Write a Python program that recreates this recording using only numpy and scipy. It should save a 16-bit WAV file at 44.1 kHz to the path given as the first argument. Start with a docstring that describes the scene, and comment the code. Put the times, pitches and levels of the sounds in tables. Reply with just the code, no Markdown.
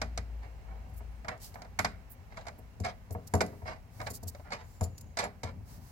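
"""A wing nut is spun by hand onto a bolt through the floor of a metal-framed case in an engine bay.
The loose bolt clacks in its hole and its thread scrapes: blows and trains of tiny blows on ringing modes.
Fingers knock the case and flick the nut so that it pings; the spinning thread squeaks faintly as a friction
tone, and skin slips over the wings as grainy noise.
A low, wavering sine hums and falls away unevenly over a quiet background of coloured noise."""
import sys
import numpy as np
from scipy import signal
from scipy.fft import rfft, irfft, next_fast_len
from scipy.io import wavfile
from scipy.ndimage import uniform_filter1d

SR = 44100
rng = np.random.default_rng(int(sys.argv[2]) if len(sys.argv) > 2 else 0)


def to_wav(sig):
    """Store sig (one row per channel, or 1-D mono) as 16-bit WAV at the path in sys.argv[1].

    Samples outside -1..1 are clipped; the rate is SR.
    """
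    pcm = np.clip(np.atleast_2d(sig), -1, 1) * 32767
    pcm = np.round(pcm).astype(np.int16)
    wavfile.write(sys.argv[1], SR, pcm.T)  # frames by channels


N = 260710
TIME = np.arange(N) / SR
AGE = TIME[:int(0.4 * SR)]   # time since a blow, s
BAND_HZ = np.geomspace(25, 16000, 33)   # centres of the noise bands

# Levels in the tables are relative, ahead of the gains in the functions and the mix.
# Colours are relative spectral densities, scaled to a total power of 1 before use.


def from_db(db):
    """Logarithmic level: 20 dB is a tenfold amplitude."""
    return 10 ** (np.asarray(db) / 20)


def at_hz(table, hz, axis=1):
    """Logarithmic frequency scale: a table column is interpolated along it."""
    table = np.array(table)
    return np.interp(np.log(hz), np.log(table[:, 0]), table[:, axis])


def level(curve):
    """Amplitude envelope: gain follows straight lines in dB between rows of (t/s, level/dB)."""
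    return from_db(np.interp(TIME, *np.transpose(curve)))


def dying(t60):
    """Exponential damping: each row falls by 60 dB in its t60."""
    return np.exp(-np.log(1000) * AGE / np.reshape(t60, (-1, 1)))


def panned(pan_db):
    """Constant-power panning: a level difference splits into left and right gains."""
    gains = from_db(np.array([pan_db, -pan_db]) / 2)
    return gains / np.sqrt(np.mean(gains ** 2, axis=0))


def add(out, s, sound):
    """Superposition: a sound is summed in from its starting time."""
    start = int(s * SR)
    out[:, start:start + sound.shape[1]] += sound[:, :N - start]


# two microphone ports: f/Hz, left-right level/dB, likeness (0-1), left lead/rad
PORT_RESPONSE = [(39.8, 2, 1, -1.5), (109, 4.5, 1, 0), (280, 1.5, 0.99, 0.84), (470, 2, 1, 0.95),
                 (720, -3.5, 0.56, 1), (1090, -1, 0.99, 1.5), (1500, -2.5, 0, 1.5), (2530, -9, 0, 6),
                 (3090, 2.5, 0.58, 6), (4900, -1, 0.06, -4), (8000, -1.5, 0.63, -58),
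                 (11100, -7.5, 0.08, 8.5)]


def noise_bands():
    """Coherence and phase between two ports: stereo noise in narrow bands of rms 1, band x channel x time."""
    size = next_fast_len(N)
    hz = np.maximum(np.arange(size // 2 + 1) * SR / size, 1)
    left, other = rfft(rng.standard_normal((2, size)))
    alike = at_hz(PORT_RESPONSE, hz, axis=2)
    delayed = left * np.exp(-1j * at_hz(PORT_RESPONSE, hz, axis=3))
    right = alike * delayed + np.sqrt(1 - alike ** 2) * other
    pair = (np.array([left, right]) * panned(at_hz(PORT_RESPONSE, hz))).astype(np.complex64)
    band_ratio = BAND_HZ[1] / BAND_HZ[0]
    nearest = np.round(np.log(hz / BAND_HZ[0]) / np.log(band_ratio))
    bands = [irfft(pair * (nearest == k))[:, :N] for k in range(len(BAND_HZ))]
    return np.array([band / band.std() for band in bands])


def band_gains(colour):
    """Band power is density times bandwidth: a colour becomes band gains of total power 1."""
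    gains = from_db(at_hz(colour, BAND_HZ)) * np.sqrt(BAND_HZ)   # bandwidth grows with frequency
    return gains / np.linalg.norm(gains)


def steady(bands, colour):
    """Spectral shaping: weighted noise bands sum to stationary coloured noise."""
    return np.tensordot(band_gains(colour).astype(np.float32), bands, 1)


def swells(rest_db, moves):
    """Powers of independent sources add: a resting level gains one smooth swell for each movement."""
    power = from_db(rest_db) ** 2
    for s, length, db in moves:
        swell = np.sin(np.pi * np.clip((TIME - s) / length, 0, 1))
        power = power + (from_db(db) * swell) ** 2
    return np.sqrt(power)


# level of the hum: t/s, level/dB
HUM_LEVEL = [(0, -40.5), (.35, -40), (.47, -46.5), (1.17, -45.5), (1.43, -69), (1.86, -51), (2.1, -62),
             (5.9, -64)]


def hum(centre_hz=57.4, waver_hz=1.59):
    """Frequency modulation: phase sums a slightly wavering pitch into a low hum."""
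    waver = np.interp(TIME, np.linspace(0, TIME[-1], num=40), rng.standard_normal(size=40))
    phase = 2 * np.pi * np.cumsum(centre_hz + waver_hz * waver) / SR
    return panned(3.2)[:, None] * level(HUM_LEVEL) * np.sqrt(2) * np.sin(phase)


# colours of distant air, sleeve and shifting case: f/Hz, spectral density/dB
AIR_SPECTRUM = [(25, -14), (42, -2), (59, -2.5), (87, -33), (236, -30.5), (326, -29.5), (754, -27),
                (1230, -35), (2220, -34.5), (3250, -44.5), (7000, -51), (16000, -97)]
SLEEVE_SPECTRUM = [(60, -49), (900, 12.5), (2200, 1.5), (3200, -1.5), (5000, 6.5), (9000, 1.5),
                   (15500, 4.5)]
RUMBLE_SPECTRUM = [(25, -9), (60, -12), (88, 3.5), (130, -9), (240, -14.5), (340, -31), (470, -30.5),
                   (900, -33.5), (3000, -106)]
# the sleeve brushes when the arm moves: t/s, length/s, level/dB
SLEEVE_BRUSHES = [(1.38, 0.27, -65.5), (3.147, 0.62, -66.5), (3.892, .3, -59), (4.155, 0.36, -67),
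                  (4.6, 0.24, -65.5), (5.646, 0.16, -57.5), (5.763, 0.27, -60.5)]
# the hands lean on the case and it rumbles: t/s, length/s, level/dB
CASE_PUSHES = [(0.84, 0.13, -46.5), (3.873, .4, -47.5), (4.973, 0.17, -46.5), (5.417, 0.27, -45.5),
               (5.66, 0.25, -47.5)]


def background(bands, air_db=-50, air_fade_db_per_s=1.1, sleeve_rest_db=-72.5, rumble_rest_db=-53.5):
    """Broadband noise: sinking distant air, the sleeve's brush and the case shifting under the hands."""
    air = from_db(air_db - air_fade_db_per_s * TIME) * steady(bands, AIR_SPECTRUM)
    # time runs backwards here so that these layers do not copy the air
    sleeve = swells(sleeve_rest_db, SLEEVE_BRUSHES) * steady(bands, SLEEVE_SPECTRUM)[:, ::-1]
    rumble = swells(rumble_rest_db, CASE_PUSHES) * steady(bands, RUMBLE_SPECTRUM)[:, ::-1]
    return air + sleeve + rumble


# faint tail under the bonnet: f/Hz, t60/s
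BONNET_TAIL = [(100, 0.82), (800, 0.39), (2200, 0.4), (6000, 0.15), (14000, 0.24)]


def dense_ring(bands, gains, t60, build_s, tail_db):
    """High modal density: overlapping modes act as decaying noise; the space under the bonnet adds a tail."""
    start = rng.integers(N - len(AGE))
    decay = dying(t60) + from_db(tail_db) * dying(at_hz(BONNET_TAIL, BAND_HZ))
    envelope = decay * (1 - np.exp(-AGE / build_s))
    weights = (gains[:, None] * envelope).astype(np.float32)
    return np.einsum("bt,bct->ct", weights, bands[:, :, start:start + len(AGE)])


# clear modes of the case: f/Hz, level/dB, t60/s
CLEAR_MODES = [(85.6, 10, 0.18), (109.4, -5, 0.29), (180.7, -10, 0.33), (218.8, -7, 0.25),
               (274.5, -9.5, 0.23), (413.7, -6.5, 0.22), (474.7, -4, 0.17), (629, -3, 0.17),
               (660.4, -2.5, 0.18), (728, 0, 0.17), (931.4, 5, 0.06), (1113.6, -8, 0.15), (1450, -33, 0.27),
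               (1693, 4.5, 0.048), (2016, -8, 0.18), (2182, 7, 0.027), (2444, -7.5, 0.12)]


def case_ring(contact, scatter_db=1.5, build_cycles=1.0):
    """Modal superposition: the contact weights damped sines; low modes take longer to get going."""
    hz, db, t60 = np.transpose(CLEAR_MODES)
    scattered = from_db(db + scatter_db * rng.standard_normal(len(hz)))
    gains = scattered * contact(hz) * (-1) ** np.arange(len(hz))   # neighbours in opposite phase
    cycles = (hz[:, None] * AGE).astype(np.float32)
    lag = at_hz(PORT_RESPONSE, hz, axis=3)[:, None].astype(np.float32)
    waves = np.sin([2 * np.pi * cycles, 2 * np.pi * cycles - lag])
    envelope = dying(t60) * (1 - np.exp(-cycles / build_cycles))
    return np.einsum("cm,mt,cmt->ct", gains * panned(at_hz(PORT_RESPONSE, hz)), envelope, waves)


# dense ring of the case at its full length: f/Hz, t60/s
DENSE_DECAY = [(100, 0.029), (600, 0.11), (2000, 0.092), (5000, 0.033), (14000, 0.041)]


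def bolt_blow(bands, colour, bass_db, bright_db, ring, build_s, modes_db, hard_hz):
    """Hard impact: a short, light blow of metal on metal favours the upper modes."""
    def lean(hz):
        return from_db(at_hz([(400, bass_db), (1500, 0), (6000, bright_db)], hz))

    def contact(hz):
        return lean(hz) * hz / np.hypot(hz, hard_hz)   # weak below hard_hz
    gains = band_gains(colour) * lean(BAND_HZ)
    dense = dense_ring(bands, gains, ring * at_hz(DENSE_DECAY, BAND_HZ), build_s, tail_db=-24.0)
    return dense + from_db(modes_db) * case_ring(contact)


# bolt clacking in its hole: t/s, level/dB, brightness/dB, build-up time constant/s
BOLT_CLACKS = [(0.0159, -17.5, 1, .0018), (0.176, -25.5, 5.5, 0.00039), (1.246, -31.5, -12, 0.0012),
               (1.282, -17, -5, 0.0032), (1.541, -46.5, 11.5, .0017), (1.556, -32.5, -22, 0.001),
               (1.619, -38, 3.5, 0.00046), (1.648, -41.5, -5, 0.0011), (1.7892, -9.5, -4.5, 0.0023),
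               (1.8459, -11, -0.5, 0.0026), (2.371, -27, -4, 0.0037), (2.453, -38.5, -12, 0.0015),
               (2.467, -29.5, 4, 0.0049), (2.482, -30.5, 0, 0.00078), (2.846, -20, 1, 0.0055),
               (3.338, -19, -14, .004), (3.406, -12.5, -3.5, .0016), (3.411, -20.5, 5, .0022),
               (3.656, -29, -28, 0.0019), (4.002, -27, -11, 0.001), (4.014, -31, 0, 0.0011),
               (4.069, -25.5, 1, 0.0023), (4.348, -39.5, -1.5, 0.00077), (4.396, -44.5, -8, .002),
               (4.504, -38, -2, 0.0012), (4.519, -18.5, -5, 0.011), (5.1705, -23, 6.5, 0.0017),
               (5.188, -15.5, 10, 0.014), (5.239, -21, -15, 0.008), (5.432, -27, 12, 0.006)]
# colour of a clack: f/Hz, spectral density/dB
CLACK_SPECTRUM = [(60, -32), (130, -5), (220, -2), (340, -37), (650, 3.5), (1000, -7.5), (1350, -3),
                  (1650, -9), (2250, -5.5), (2700, -20.5), (3400, -15), (4500, -5), (7000, -12),
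                  (9000, -21), (15500, -38.5)]


def clacks(bands, even_db=-23.5, thinning=0.58, ring=0.7):
    """Contact time sets the spectrum: as the bolt tips onto its hole's edge, harder blows have thinner bass."""
    out = np.zeros((2, N))
    for s, db, bright_db, build_s in BOLT_CLACKS:
        bass_db = thinning * (even_db - db)   # dB of bass lost per dB above the even level
        blow = bolt_blow(bands, CLACK_SPECTRUM, bass_db, bright_db, ring, build_s, modes_db=-15, hard_hz=1110)
        add(out, s, from_db(db) * blow)
    return out


# fingers knocking on nut and case: t/s, level/dB, contact cut-off f/Hz, floor boom level/dB
FINGER_KNOCKS = [(0.016, -29, 230, -7.5), (0.178, -35, 237, 0.5), (1.005, -49, 1240, 0),
                 (1.271, -45, 900, -1.5), (1.79, -26, 280, -7.5), (1.846, -31.5, 300, -11),
                 (2.586, -44, 434, -12), (2.799, -26.5, 223, 0), (3.104, -36.5, 448, 4),
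                 (3.149, -32.5, 684, -6), (3.337, -17.5, 617, -4), (3.408, -19.5, 547, -27),
                 (3.527, -44, 700, -19), (3.619, -43.5, 750, 5), (4.104, -39, 416, -8),
                 (4.228, -39.5, 467, 3), (4.261, -45.5, 317, 9), (4.809, -29, 765, 7),
                 (4.856, -42.5, 600, 1), (5.249, -35.5, 1200, -13), (5.433, -32.5, 690, 4)]
# colour of a knock: f/Hz, spectral density/dB
KNOCK_SPECTRUM = [(50, -5), (100, 7), (310, -8), (450, -5.5), (1200, -5.5), (2000, -16), (5000, -26),
                  (15000, -13)]


def knocks(bands, dense_db=-3, modes_db=-4.5):
    """Soft contact is a low-pass: a fingertip drives mainly the low modes, and the floor booms by its own level."""
    out = np.zeros((2, N))
    for s, db, cut_hz, boom_db in FINGER_KNOCKS:
        def contact(hz):
            boom = from_db(at_hz([(110, boom_db), (200, 0)], hz))
            return boom / np.hypot(1, (hz / cut_hz) ** 2)
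        gains = band_gains(KNOCK_SPECTRUM) * contact(BAND_HZ)
        dense = dense_ring(bands, gains, at_hz(DENSE_DECAY, BAND_HZ), build_s=0.00079, tail_db=-9.0)
        add(out, s, from_db(db) * (from_db(dense_db) * dense + from_db(modes_db) * case_ring(contact)))
    return out


def stroke(length, swell_share, taper=1.7):
    """Contact pressure: it rises linearly over a share of the stroke and tapers off by a power law."""
    t, top = TIME[:int(length * SR) + 2], length * swell_share
    return np.minimum(t / top, np.interp(t, [top, length], [1, 0]) ** taper)


# thread scraping as the nut spins: t/s, level/dB, length/s, brightness/dB
THREAD_SCRAPES = [(0.402, -52.5, 0.15, -10), (0.618, -57.5, 0.36, -27), (1.283, -43.5, 0.12, -19),
                  (1.545, -54, 0.21, -40), (2.295, -54.5, 0.12, -6), (2.356, -50.5, 0.12, -3.5),
                  (2.831, -33.5, 0.1, -2.5), (3.643, -39.5, 0.16, -7.5), (3.985, -42.5, 0.1, -38),
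                  (4.059, -37.5, 0.034, -1), (4.434, -51.5, .11, -18), (4.504, -37, 0.089, -1),
                  (4.563, -50.5, 0.12, -7), (5.169, -31, 0.076, 6.5), (5.217, -33, .07, -4),
                  (5.442, -44.5, .1, -8.5)]
# colour of a scrape: f/Hz, spectral density/dB
SCRAPE_SPECTRUM = [(60, 6), (220, -2.5), (340, -9.5), (650, 4.5), (1000, -0.5), (1350, -5.5), (2250, -3),
                   (2700, -12), (3400, -11), (4500, -2.5), (5800, -9), (7500, -13.5), (9500, -23.5),
                   (15500, -37)]


def scrapes(bands, catches_per_s=520, spread_db=4, bass_db=0.0):
    """Stick-slip: the thread catches and lets go hundreds of times a second, each catch a tiny blow."""
    out = np.zeros((2, N))
    for s, db, length, bright_db in THREAD_SCRAPES:
        pressure = stroke(length, swell_share=0.22, taper=2.26)
        chance, size = rng.random(len(AGE)), rng.standard_normal((2, len(AGE)))
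        catches = (chance < catches_per_s / SR) * np.sign(size[0]) * from_db(spread_db * size[1])
        force = pressure * np.resize(catches, len(pressure))
        blow = bolt_blow(bands, SCRAPE_SPECTRUM, bass_db, bright_db, ring=1.0, build_s=0.00088,
                         modes_db=-12.5, hard_hz=700)
        sound = signal.fftconvolve(blow, force[None])
        # the energy matches that of the pressure curve in both channels
        even = np.sqrt(2 * np.sum(pressure ** 2) / (np.sum(sound ** 2) + 1e-18))
        add(out, s, from_db(db) * sound * even)
    return out


# thread squeaking as the nut spins: top speed t/s, coasting time/s, top pitch f/Hz, level/dB
NUT_SPINS = [(.76, .26, 779, -62.5), (1.12, 0.092, 9100, -81), (4.71, 0.41, 7250, -71.5),
             (5.04, 0.12, 7030, -75)]


def squeak(run_up_s=0.12, sag=0.14, jitter_hz=45, flutter=1.0):
    """Friction oscillation: a thin tone's pitch and level follow the nut's speed as it runs up and coasts."""
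    jitter = uniform_filter1d(rng.standard_normal((2, N)), size=60)
    grip = uniform_filter1d(rng.standard_normal((2, N)), size=700)
    out = np.zeros((2, N))
    for s, coast_s, top_hz, db in NUT_SPINS:
        speed = np.maximum(1 - ((TIME - s) / np.where(TIME < s, run_up_s, coast_s)) ** 2, 0)
        steady_pitch = top_hz * (1 - sag * (1 - speed))   # sag: share of the pitch lost at rest
        pitch = steady_pitch + jitter_hz * jitter / jitter.std()
        out += from_db(db) * np.sqrt(speed) * np.sin(2 * np.pi * np.cumsum(pitch, axis=1) / SR)
    return out * (1 + flutter * grip / grip.std())


# skin slipping over the wings: t/s, level/dB, length/s, lower edge of the hiss f/Hz
SKIN_SLIPS = [(0.880, -69, .04, 8000), (0.93, -64, 0.04, 8000), (0.958, -54.5, 0.054, 9300),
              (1.395, -47, 0.13, 3320), (1.534, -61, 0.042, 8000), (2.092, -49.5, 0.069, 15000),
              (2.578, -57.5, .033, 13000), (3.111, -49, 0.05, 9950), (3.269, -45.5, 0.023, 4900),
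              (4.096, -42.5, 0.036, 5400), (4.127, -43, 0.067, 4960), (4.227, -47, 0.022, 5400),
              (4.270, -38.5, 0.041, 5600), (4.823, -45.5, 0.041, 4000), (4.976, -50.5, 0.021, 4740),
              (5.007, -48, .016, 5530)]
# colour of a slip: f/Hz, spectral density/dB
SLIP_SPECTRUM = [(60, -45.5), (2200, -6), (3400, -7.5), (4800, -0.5), (6000, -3.5), (7400, -3.5),
                 (9500, -6.5), (11000, -5.5), (13500, -3.5), (16000, -7.5)]


def slips(bands, grain_db=2.0):
    """Friction noise: ridges of skin on metal make a finely grained hiss, thinner where its edge is higher."""
    out = np.zeros((2, N))
    for s, db, length, edge_hz in SKIN_SLIPS:
        pressure = stroke(length, swell_share=0.39)
        gains = band_gains(SLIP_SPECTRUM) / np.hypot(1, (edge_hz / BAND_HZ) ** 3)
        start = int(s * SR)
        hiss = np.tensordot(gains / np.linalg.norm(gains), bands[:, :, start:start + len(pressure)], 1)
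        add(out, s, from_db(db) * pressure * hiss)
    grain = uniform_filter1d(rng.standard_normal(N), size=60)
    return out * from_db(grain_db * grain / grain.std())


# light flicks of the nut: t/s, tick level/dB, ping level/dB
NUT_FLICKS = [(1.284, -53, -65), (1.377, -64, -82), (1.79, -32, -52), (1.818, -59, -75),
              (2.801, -47.5, -66), (3.108, -50, -71), (3.338, -36.5, -45.5), (3.352, -38.5, -65),
              (3.379, -60, -73), (3.415, -39, -59.5), (3.463, -49.5, -77), (4.103, -63, -57.5),
              (4.81, -43.5, -54), (4.84, -44, -52), (4.98, -50.5, -76), (5.011, -61, -70),
              (5.24, -46, -53.5)]
# modes of the nut: f/Hz, level/dB, t60/s, left-right level/dB
PING_MODES = [(4790, -0.5, 0.048, 3), (7160, 12.5, 0.059, 8), (7400, -23, 0.025, 12),
              (10200, 2, 0.084, -11), (10900, -30, 0.036, -21.5), (13500, -26, 0.058, -5)]
# colour of a tick: f/Hz, spectral density/dB
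TICK_SPECTRUM = [(60, -47), (2200, 3), (3400, -4), (4800, 8.5), (6000, 9), (7400, 10.5), (9500, -3),
                 (11000, 6), (13500, -1), (16000, -9)]


def flicks(bands, tick_t60=0.014, tick_gain_db=4.0, ping_gain_db=-2):
    """Free vibration: a nail ticks on a wing, and the nut's modes ring when the fingers leave it free."""
    out = np.zeros((2, N))
    hz, db, t60, pan_db = np.transpose(PING_MODES)
    for s, tick_db, ping_db in NUT_FLICKS:
        tick = dense_ring(bands, band_gains(TICK_SPECTRUM), tick_t60, build_s=0.00067, tail_db=-19)
        seating = 1 + 0.0043 * rng.standard_normal(len(hz))   # pitch shifts with the nut's seat on the thread
        modes = dying(t60) * np.sin(2 * np.pi * (hz * seating)[:, None] * AGE)
        ping = (panned(pan_db) * from_db(db + rng.normal(0, 0.59, len(hz)))) @ modes
        add(out, s, from_db(tick_db + tick_gain_db) * tick + from_db(ping_db + ping_gain_db) * ping)
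    return out


def scene():
    """Linear superposition: bolt, fingers and nut over hum and background."""
    bands = noise_bands()
    bolt = from_db(-6.0) * clacks(bands) + from_db(2.0) * scrapes(bands) + squeak()
    fingers = knocks(bands) + from_db(3.0) * flicks(bands) + slips(bands)
    return bolt + fingers + from_db(1.5) * hum() + background(noise_bands())


def record(dry, low_cut_hz=33, top_cut_hz=16000):
    """Band limiting: the microphone drops the deepest bass, and the top is cut steeply."""
    without_bass = signal.sosfilt(signal.butter(2, low_cut_hz, "high", fs=SR, output="sos"), dry)
    return signal.sosfilt(signal.ellip(10, .2, 80, top_cut_hz, fs=SR, output="sos"), without_bass)


dry = scene()
out = record(dry)
to_wav(out)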